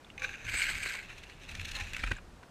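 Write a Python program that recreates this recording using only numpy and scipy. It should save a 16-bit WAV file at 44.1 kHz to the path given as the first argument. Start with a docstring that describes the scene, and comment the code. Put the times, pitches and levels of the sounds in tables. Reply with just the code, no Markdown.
"""A wet landing net drags over a camera housing at the waterline of a lake, close to the one microphone.
Four strokes of mesh rasp as dense stick-slip impulses coloured by the housing; knots scrape as short
bursts and strands snap as clicks with a gritty tail. Mesh and housing resonate, from slow swells to
millisecond pitched knocks; fine mesh zips, a strand squeaks, and low thumps mark the net's bumps.
Drops tick and bubble on the lake, over a faint noise wash and a bass rumble of wind and the moving net."""
import sys
import numpy as np
from scipy import signal
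from scipy.fft import rfft, irfft, next_fast_len
from scipy.io import wavfile
from scipy.ndimage import uniform_filter1d, map_coordinates

SR = 44100
rng = np.random.default_rng(int(sys.argv[2]) if len(sys.argv) > 2 else 0)


def unload_audio(sound):
    """Save the sound as a 16-bit wav file, at the path given as the first command line argument."""
    columns = np.transpose(np.atleast_2d(sound))
    # keep every value between -1 and 1, then stretch to whole-number steps
    steps = np.round(np.clip(columns, -1, 1) * 32767)
    wavfile.write(sys.argv[1], SR, steps.astype(np.int16))


N = 110250  # samples: 2.5 s

# Colour of the housing where the side mesh slides. Each row: frequency in Hz, gain in dB.
SIDE_COLOUR = [(180, -51), (340, -16), (467, -32), (523, -10.5), (647, -20), (828, -12.5), (1010, -18),
               (1350, -8.5), (1760, -1), (1970, -4.5), (2690, 4), (3070, -7.5), (4200, -4.5), (4620, -16),
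               (6300, -11), (7790, -18.5), (15000, -32.5)]

SHELF_HZ, BODY_HZ = 3380, 1330  # treble lies above the first corner, body below the second
SLIP_SPREAD = 0.35  # unevenness of the slips (natural log of strength)
PATCHY_DB = 2  # depth of the patches in the colour
CONTACT_SHIFT = 0.016  # shift of the housing colour from knot to knot (natural log of frequency)
FLUTTER_DB, FLUTTER_PER_S = 1.17, 130  # unsteadiness of the rubbing
HISS_GROWS = 0.26  # extra dB of treble per dB of rubbing
HISS_FLUTTER_DB = 0.5  # the treble's own unsteadiness
FADE_S = 0.04  # ramp at either end of a stroke
SNAP_T60_S, SNAP_RISE_S, SNAP_GRIT = 0.016, 0.0008, 0.43  # the grit's decay, onset and share
DROP_T60_S, DROP_RISE_S = 0.022, 0.00045
DROP_BEND_PER_S = 4.4  # the pitch rises by twice this fraction per second
DROP_ROUGH = 0.52  # phase unsteadiness of a bubble (radians)
SQUEAK_S, SQUEAK_LENGTH_S, SQUEAK_DB = 1.752, 0.015, -38
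SQUEAK_HZ, SQUEAK_ARCH_HZ = 4240, 910  # top pitch, and its fall towards either end
RESONANCE_WAVER = 0.99  # phase unsteadiness (radians)
ZIP_HZ = 8170
ZIP_KNOTS_PER_S = 950  # faster random motion widens the band
LAKE_DB = -57
TOP_HZ = 15450  # the microphone's band limit


def amp(db):
    """Decibels to gain."""
    return 10 ** (np.asarray(db) / 20)


def unit(x):
    """x at rms 1."""
    return x / np.sqrt(np.mean(x ** 2) + 1e-20)


def curve(rows):
    """(s, value) points as one value per sample."""
    return np.interp(np.arange(N) / SR, *np.transpose(rows))


def wobble(rate):
    """A smooth random curve, rate knots a second."""
    return map_coordinates(rng.standard_normal(4096), [np.arange(N) * rate / SR], mode="mirror")


def bell(t, middle_s, width_s):
    """A Gaussian swell and fade; width_s is its standard deviation."""
    return np.exp(-((t - middle_s) / width_s) ** 2 / 2)


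def add(out, s, x):
    """Mix x into out from time s."""
    part = out[max(round(s * SR), 0):][:len(x)]
    part += x[:len(part)]


def coloured(x, points, treble_db=0, body_db=0, stretch=1):
    """x through a causal minimum-phase filter of (Hz, dB) points, with a shelf at either end."""
    m = 2 * next_fast_len(len(x) // 2 + 4096)
    f = np.fft.rfftfreq(m, 1 / SR)
    hz, db = np.transpose(points)

    def above(corner):
        return f ** 6 / (f ** 6 + corner ** 6)

    shape_db = np.interp(np.log(f + 1), np.log(hz * stretch + 1), db)
    shape_db = shape_db + treble_db * above(SHELF_HZ) + body_db * (1 - above(BODY_HZ))
    # folding the cepstrum onto positive time makes the response causal
    cepstrum = irfft(np.log(amp(np.maximum(shape_db, -100))))
    cepstrum[1:m // 2] *= 2
    cepstrum[m // 2 + 1:] = 0
    response = np.exp(rfft(cepstrum))
    return irfft(rfft(x, m) * response, m)[:len(x)]


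def patchy(x):
    """x with brief random patches of gain across its spectrum, as the point of contact wanders."""
    z = signal.stft(x, nperseg=256)[2]
    field = uniform_filter1d(rng.standard_normal(z.shape), size=3, axis=0)  # across frequency
    field = uniform_filter1d(field, size=8, axis=1)  # across time
    return signal.istft(z * amp(PATCHY_DB * unit(field)))[1][:len(x)]


def slips(size, per_s):
    """Tiny stick-slip impulses of random sign and uneven strength, at rms 1."""
    hit = rng.random(size) < per_s / SR
    sign = rng.choice([-1, 1], size)
    strength = np.exp(SLIP_SPREAD * rng.standard_normal(size))
    return unit(hit * sign * strength)


def lake():
    """A faint wash of ripples and air: steady noise, strongest in the lows."""
    # Colour of the wash. Each row: frequency in Hz, gain in dB.
    wash_colour = [(60, -32), (100, 3), (400, -2.5), (1490, -9), (1900, -12.5), (4200, -19), (8300, -24.5),
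                   (15000, -38)]
    return amp(LAKE_DB) * unit(coloured(rng.standard_normal(N), wash_colour))


def rumble(trim_db=-1):
    """Wind and the moving net shake the microphone: bass noise, softly limited, that swells and sinks."""
    # Strength of the shaking. Each row: time in seconds, level in dB before the trim.
    shake_level = [(0, -66), (0.3, -50), (0.4, -58), (0.46, -46.5), (0.64, -50.5), (0.75, -43), (0.95, -57),
                   (1.45, -54), (1.53, -45.5), (1.82, -46), (1.97, -46.5), (2.08, -43), (2.22, -50),
                   (2.5, -62.5)]
    # Colour of the shaking before limiting. Each row: frequency in Hz, gain in dB.
    shake_colour = [(12, -26), (20, 4), (35, 5), (50, -2), (80, 1), (116, -7), (250, -16.5), (400, -36),
                    (800, -89.5)]
    shake = np.tanh(0.5 * unit(coloured(rng.standard_normal(N), shake_colour)))
    return amp(curve(shake_level) + trim_db) * unit(shake)


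def drops(tick_db=-12):
    """Each drop ticks on the lake and leaves a small bubble whose pitch rises as it dies."""
    # Drops hitting the lake. Each row: start in seconds, level in dB, starting bubble pitch in Hz.
    drop_rows = [(0.046, -43.5, 3400), (0.101, -38, 2720), (1.096, -40, 2880), (1.196, -48, 3350),
                 (2.167, -46, 7040), (2.429, -41.5, 1030), (2.434, -41.5, 1480)]
    out, t = np.zeros(N), np.arange(SR // 16) / SR
    for s, db, hz in drop_rows:
        roughness = DROP_ROUGH * wobble(1340)[:len(t)]
        bubble = np.sin(2 * np.pi * hz * t * (1 + DROP_BEND_PER_S * t) + roughness)
        tick = amp(tick_db) * unit(coloured(rng.standard_normal(len(t)), SIDE_COLOUR))
        envelope = amp(db - 60 * t / DROP_T60_S) * (1 - np.exp(-t / DROP_RISE_S))
        add(out, s, envelope * (bubble + tick))
    return out


def bumps():
    """Dull pushes of the net on the housing: a decaying low tone, each with a short noise thud."""
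    # Each row: start in seconds, level in dB, pitch in Hz, time to fall 60 dB in seconds,
    # thud in dB relative to the push.
    bump_rows = [(0.444, -38.5, 105.5, 0.31, -23), (0.536, -27.5, 53, 0.08, -12.5),
                 (1.584, -33, 89.8, 0.26, -18), (1.807, -34.5, 87, 0.27, -27),
                 (2.034, -25.5, 42.1, 0.29, -13), (2.111, -22, 83, 0.053, 0)]
    out, t = np.zeros(N), np.arange(SR // 3) / SR
    thud_band = signal.butter(2, [130, 330], "band", fs=SR, output="sos")
    for s, db, hz, t60, thud_db in bump_rows:
        thud = unit(signal.sosfilt(thud_band, rng.standard_normal(len(t))))
        push = amp(-60 * t / t60) * np.sin(2 * np.pi * hz * t)
        push = push + amp(thud_db - 60 * t / 0.038) * thud
        add(out, s, amp(db) * (1 - np.exp(-t / 0.0057)) * push)
    return out


def squeak():
    """A wet strand slips regularly as it stretches over the rim; its pitch arches with the tension."""
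    out, u = np.zeros(N), np.linspace(-1, 1, int(SQUEAK_LENGTH_S * SR))
    pitch_hz = SQUEAK_HZ - SQUEAK_ARCH_HZ * u * u
    tone = np.sin(2 * np.pi * np.cumsum(pitch_hz) / SR)
    add(out, SQUEAK_S, amp(SQUEAK_DB) * (1 - u * u) * tone)
    return out


def zips():
    """The fine mesh zips as it runs fastest: brief flares of a narrow, high band of noise."""
    # Each row: middle in seconds, half-length in seconds, level in dB.
    zip_rows = [(0.589, 0.019, -39.5), (0.703, 0.011, -46), (0.836, 0.0046, -41.5)]
    t = np.arange(N) / SR
    phase = 2 * np.pi * ZIP_HZ * t
    rasp = wobble(ZIP_KNOTS_PER_S) * np.sin(phase) + wobble(ZIP_KNOTS_PER_S) * np.cos(phase)
    return unit(rasp) * sum(amp(db) * bell(t, s, width) for s, width, db in zip_rows)


def resonances():
    """Brief resonances of mesh and housing: some swell as the net pulls, others are knocks at hits."""
    # Each row: middle in seconds, half-length in seconds (a few milliseconds for a pitched knock),
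    # pitch in Hz, level in dB.
    resonance_rows = [(0.243, 0.022, 517, -49), (0.262, 0.067, 813, -58.5), (0.237, 0.028, 1140, -51),
                      (0.248, 0.0024, 1560, -28.5), (1.799, 0.034, 815, -51.5), (1.788, 0.032, 1034, -52.5),
                      (1.801, 0.0039, 1800, -35), (2.038, 0.002, 2330, -26), (2.118, 0.0023, 1560, -25),
                      (2.118, 0.0026, 1920, -29), (2.168, 0.0022, 1640, -40.5)]
    t = np.arange(N) / SR
    out = np.zeros(N)
    for s, width, hz, db in resonance_rows:
        tone = np.sin(2 * np.pi * hz * t + RESONANCE_WAVER * wobble(100))
        out += amp(db) * bell(t, s, width) * tone
    return out


def snaps(start, end, colour, trim_db):
    """Strands snap free in one stroke: a click and a decaying gritty tail, ringing in the housing."""
    # Each row: start in seconds, level in dB before the trim, treble in dB, body in dB.
    snap_rows = [(0.179, -37.5, -14, -45), (0.22, -32, -6, 0), (0.2915, -38.5, -24, -18),
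                 (0.467, -38, -3, -11), (0.4965, -36, -5, -26), (0.618, -21, -11, -37),
                 (0.8595, -27.5, -2, 11.5), (1.298, -47, -14, -11), (1.552, -38, 3, -22),
                 (1.596, -33.5, -9, -13), (1.934, -32, 9.5, 0), (1.9655, -29, 5, -2), (2.038, -24.5, -4, 2),
                 (2.118, -26, -2, -3)]
    out, age = np.zeros(N), np.arange(SR // 8) / SR
    for s, db, treble_db, body_db in snap_rows:
        if start <= s < end:
            grit = rng.standard_normal(len(age)) * amp(-60 * age / SNAP_T60_S)
            grit = grit * (1 - np.exp(-age / SNAP_RISE_S))
            snap = coloured((age == 0) + SNAP_GRIT * grit, colour, treble_db, body_db)
            add(out, s, amp(db + trim_db) * unit(snap))
    return out


def knots(start, end, colour, trim_db, slips_per_s):
    """Knots scrape past in one stroke: swelling bursts of slips, each with its own contact colour."""
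    # Each row: middle in seconds, level in dB before the trim and the scaling by length,
    # half-length in seconds, treble in dB, body in dB.
    knot_rows = [(0.2, -42.5, 0.0058, 3, -11), (0.248, -31.5, 0.0047, -2, -5),
                 (0.341, -37.5, 0.0089, -11, -8), (0.451, -41.5, 0.0041, 6.5, 12),
                 (0.486, -31.5, 0.0046, -12, 4), (0.544, -32, 0.0073, 7.5, 11.5),
                 (0.605, -32, 0.0035, -6, -9), (0.641, -28.5, 0.0057, 3, -3), (0.668, -38, 0.0053, 0, -6),
                 (0.702, -29, 0.0069, 0, 7.5), (0.833, -29.5, 0.0047, 1, -13),
                 (0.892, -32.5, 0.0046, -1, -7), (0.955, -37.5, 0.01, -2, 15), (1.103, -46, 0.012, -12, -1),
                 (1.185, -47.5, 0.011, -1, -5), (1.238, -44.5, 0.0053, -3, -3),
                 (1.494, -40.5, 0.0077, 0.5, -2), (1.515, -44, 0.0067, 7, 8),
                 (1.553, -39.5, 0.0042, -6, -14), (1.615, -37, 0.0045, 3, 7.5),
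                 (1.654, -35.5, 0.0052, -2, -25), (1.688, -40.5, 0.009, 4, -5),
                 (1.717, -36.5, 0.004, 7.5, -6), (1.755, -36, 0.0056, 4, 2),
                 (1.767, -34, 0.0045, 1.5, 10.5), (1.802, -34, 0.0028, -3, 2),
                 (1.811, -35, 0.0072, -2.5, -1), (1.948, -34.5, 0.0048, -1, -14),
                 (1.997, -38.5, 0.0063, 0, -21), (2.076, -36, 0.0061, -4.5, -5),
                 (2.117, -32.5, 0.003, 4, 8.5), (2.187, -45.5, 0.0044, -9, 4)]
    out, age = np.zeros(N), np.arange(SR // 8) / SR
    for s, db, width, treble_db, body_db in knot_rows:
        if start <= s < end:
            width = max(width, 0.001)
            swell = np.exp(-np.abs(age / width - 2))
            burst = patchy(slips(len(age), 4 * slips_per_s)) * swell
            stretch = np.exp(CONTACT_SHIFT * rng.standard_normal())
            scrape = unit(coloured(burst, colour, treble_db, body_db, stretch))
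            # a longer knot carries more energy
            add(out, s - 2 * width, amp(db + trim_db) * scrape * np.sqrt(width / age[-1]))
    return out


def stroke(level, colour, rub_db, knot_db, snap_db, hiss_db, slips_per_s):
    """One pass of mesh over the housing: a rasp that brightens with pressure, and its knots and snaps."""
    t = np.arange(N) / SR
    start, end = level[0][0], level[-1][0]
    gate = np.clip(np.minimum(t - start, end - t) / FADE_S + 0.5, 0, 1)
    level_db = curve(level)
    pressure = gate * amp(level_db + rub_db + FLUTTER_DB * wobble(FLUTTER_PER_S))
    rasp = unit(patchy(coloured(slips(N, slips_per_s), colour)))
    highpass = signal.butter(2, SHELF_HZ, "high", fs=SR, output="sos")
    hiss = signal.sosfiltfilt(highpass, rasp)
    bright_db = hiss_db + HISS_GROWS * (level_db - level_db.max()) + HISS_FLUTTER_DB * wobble(90)
    rubbing = pressure * (rasp + hiss * (amp(bright_db) - 1))
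    scrapes = knots(start, end, colour, knot_db, slips_per_s)
    return rubbing + scrapes + snaps(start, end, colour, snap_db)


def net():
    """Four strokes of wet mesh: first brush, long drag, slide of the side mesh, pass of the rim."""
    # Rubbing in each stroke. Each row: time in seconds, level in dB before the stroke's rub_db.
    brush = [(0, -64), (0.17, -62), (0.19, -59), (0.235, -36), (0.27, -39.5), (0.35, -44), (0.39, -46.5),
             (0.47, -40.5)]
    drag = [(0.47, -42), (0.52, -40), (0.62, -35), (0.72, -38.5), (0.81, -40.5), (0.88, -39.5), (0.95, -41),
            (0.99, -45.5), (1.05, -53)]
    slide = [(1.03, -45), (1.07, -53.5), (1.12, -47.5), (1.21, -56.5), (1.30, -48.5), (1.37, -59.5),
             (1.44, -46.5), (1.48, -54), (1.53, -45.5), (1.72, -46), (1.78, -41), (1.92, -43.5)]
    rim = [(1.92, -52), (1.98, -45.5), (2.03, -44.5), (2.14, -48.5), (2.195, -56.5)]
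    # Colour of the housing where the other three strokes touch it. Each row: frequency in Hz, gain in dB.
    brush_colour = [(180, -38), (400, -14), (1000, -17), (1330, -9), (1570, 3), (2000, -8.5), (2400, 5.5),
                    (2780, -2), (3200, -16), (3750, -7.5), (4700, -21), (5800, -19), (6260, -8),
                    (6800, -17.5), (9000, -29), (15000, -36)]
    drag_colour = [(180, -49), (300, -22.5), (650, -25.5), (1190, -18.5), (1570, -1), (1880, -6), (2180, 3),
                   (3440, -14), (4180, -12), (4950, -16), (5620, -27), (6200, -16.5), (6840, -20),
                   (8190, -15), (9640, -33.5), (11700, -28), (15000, -37)]
    rim_colour = [(180, -23), (300, -17), (430, -27), (541, -15), (647, -19), (1080, -14.5), (1590, -1),
                  (2140, -7), (2480, -0.5), (3170, -13.5), (3860, -14), (5090, -22.5), (7420, -24),
                  (15000, -45)]
    return (stroke(brush, brush_colour, rub_db=-4, knot_db=-2, snap_db=-15, hiss_db=1, slips_per_s=1800)
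            + stroke(drag, drag_colour, rub_db=1.5, knot_db=-2.5, snap_db=-18, hiss_db=1.5,
                     slips_per_s=2400)
            + stroke(slide, SIDE_COLOUR, rub_db=-3, knot_db=-0.8, snap_db=-17, hiss_db=-1,
                     slips_per_s=2800)
            + stroke(rim, rim_colour, rub_db=-2.5, knot_db=0.5, snap_db=-19.5, hiss_db=5.5,
                     slips_per_s=3000))


def scene():
    """Everything at the one microphone, from the lake behind to the net up close."""
    background = lake() + rumble()
    contacts = drops() + bumps() + squeak() + zips() + resonances()
    return (background + contacts + net())[None]


def record(dry):
    """The camera's microphone keeps nothing at or above its band limit."""
    m = next_fast_len(N + 4096)
    passed = np.fft.rfftfreq(m, 1 / SR) < TOP_HZ
    return irfft(rfft(dry, m) * passed, m)[:, :N]


dry = scene()
out = record(dry)
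unload_audio(out)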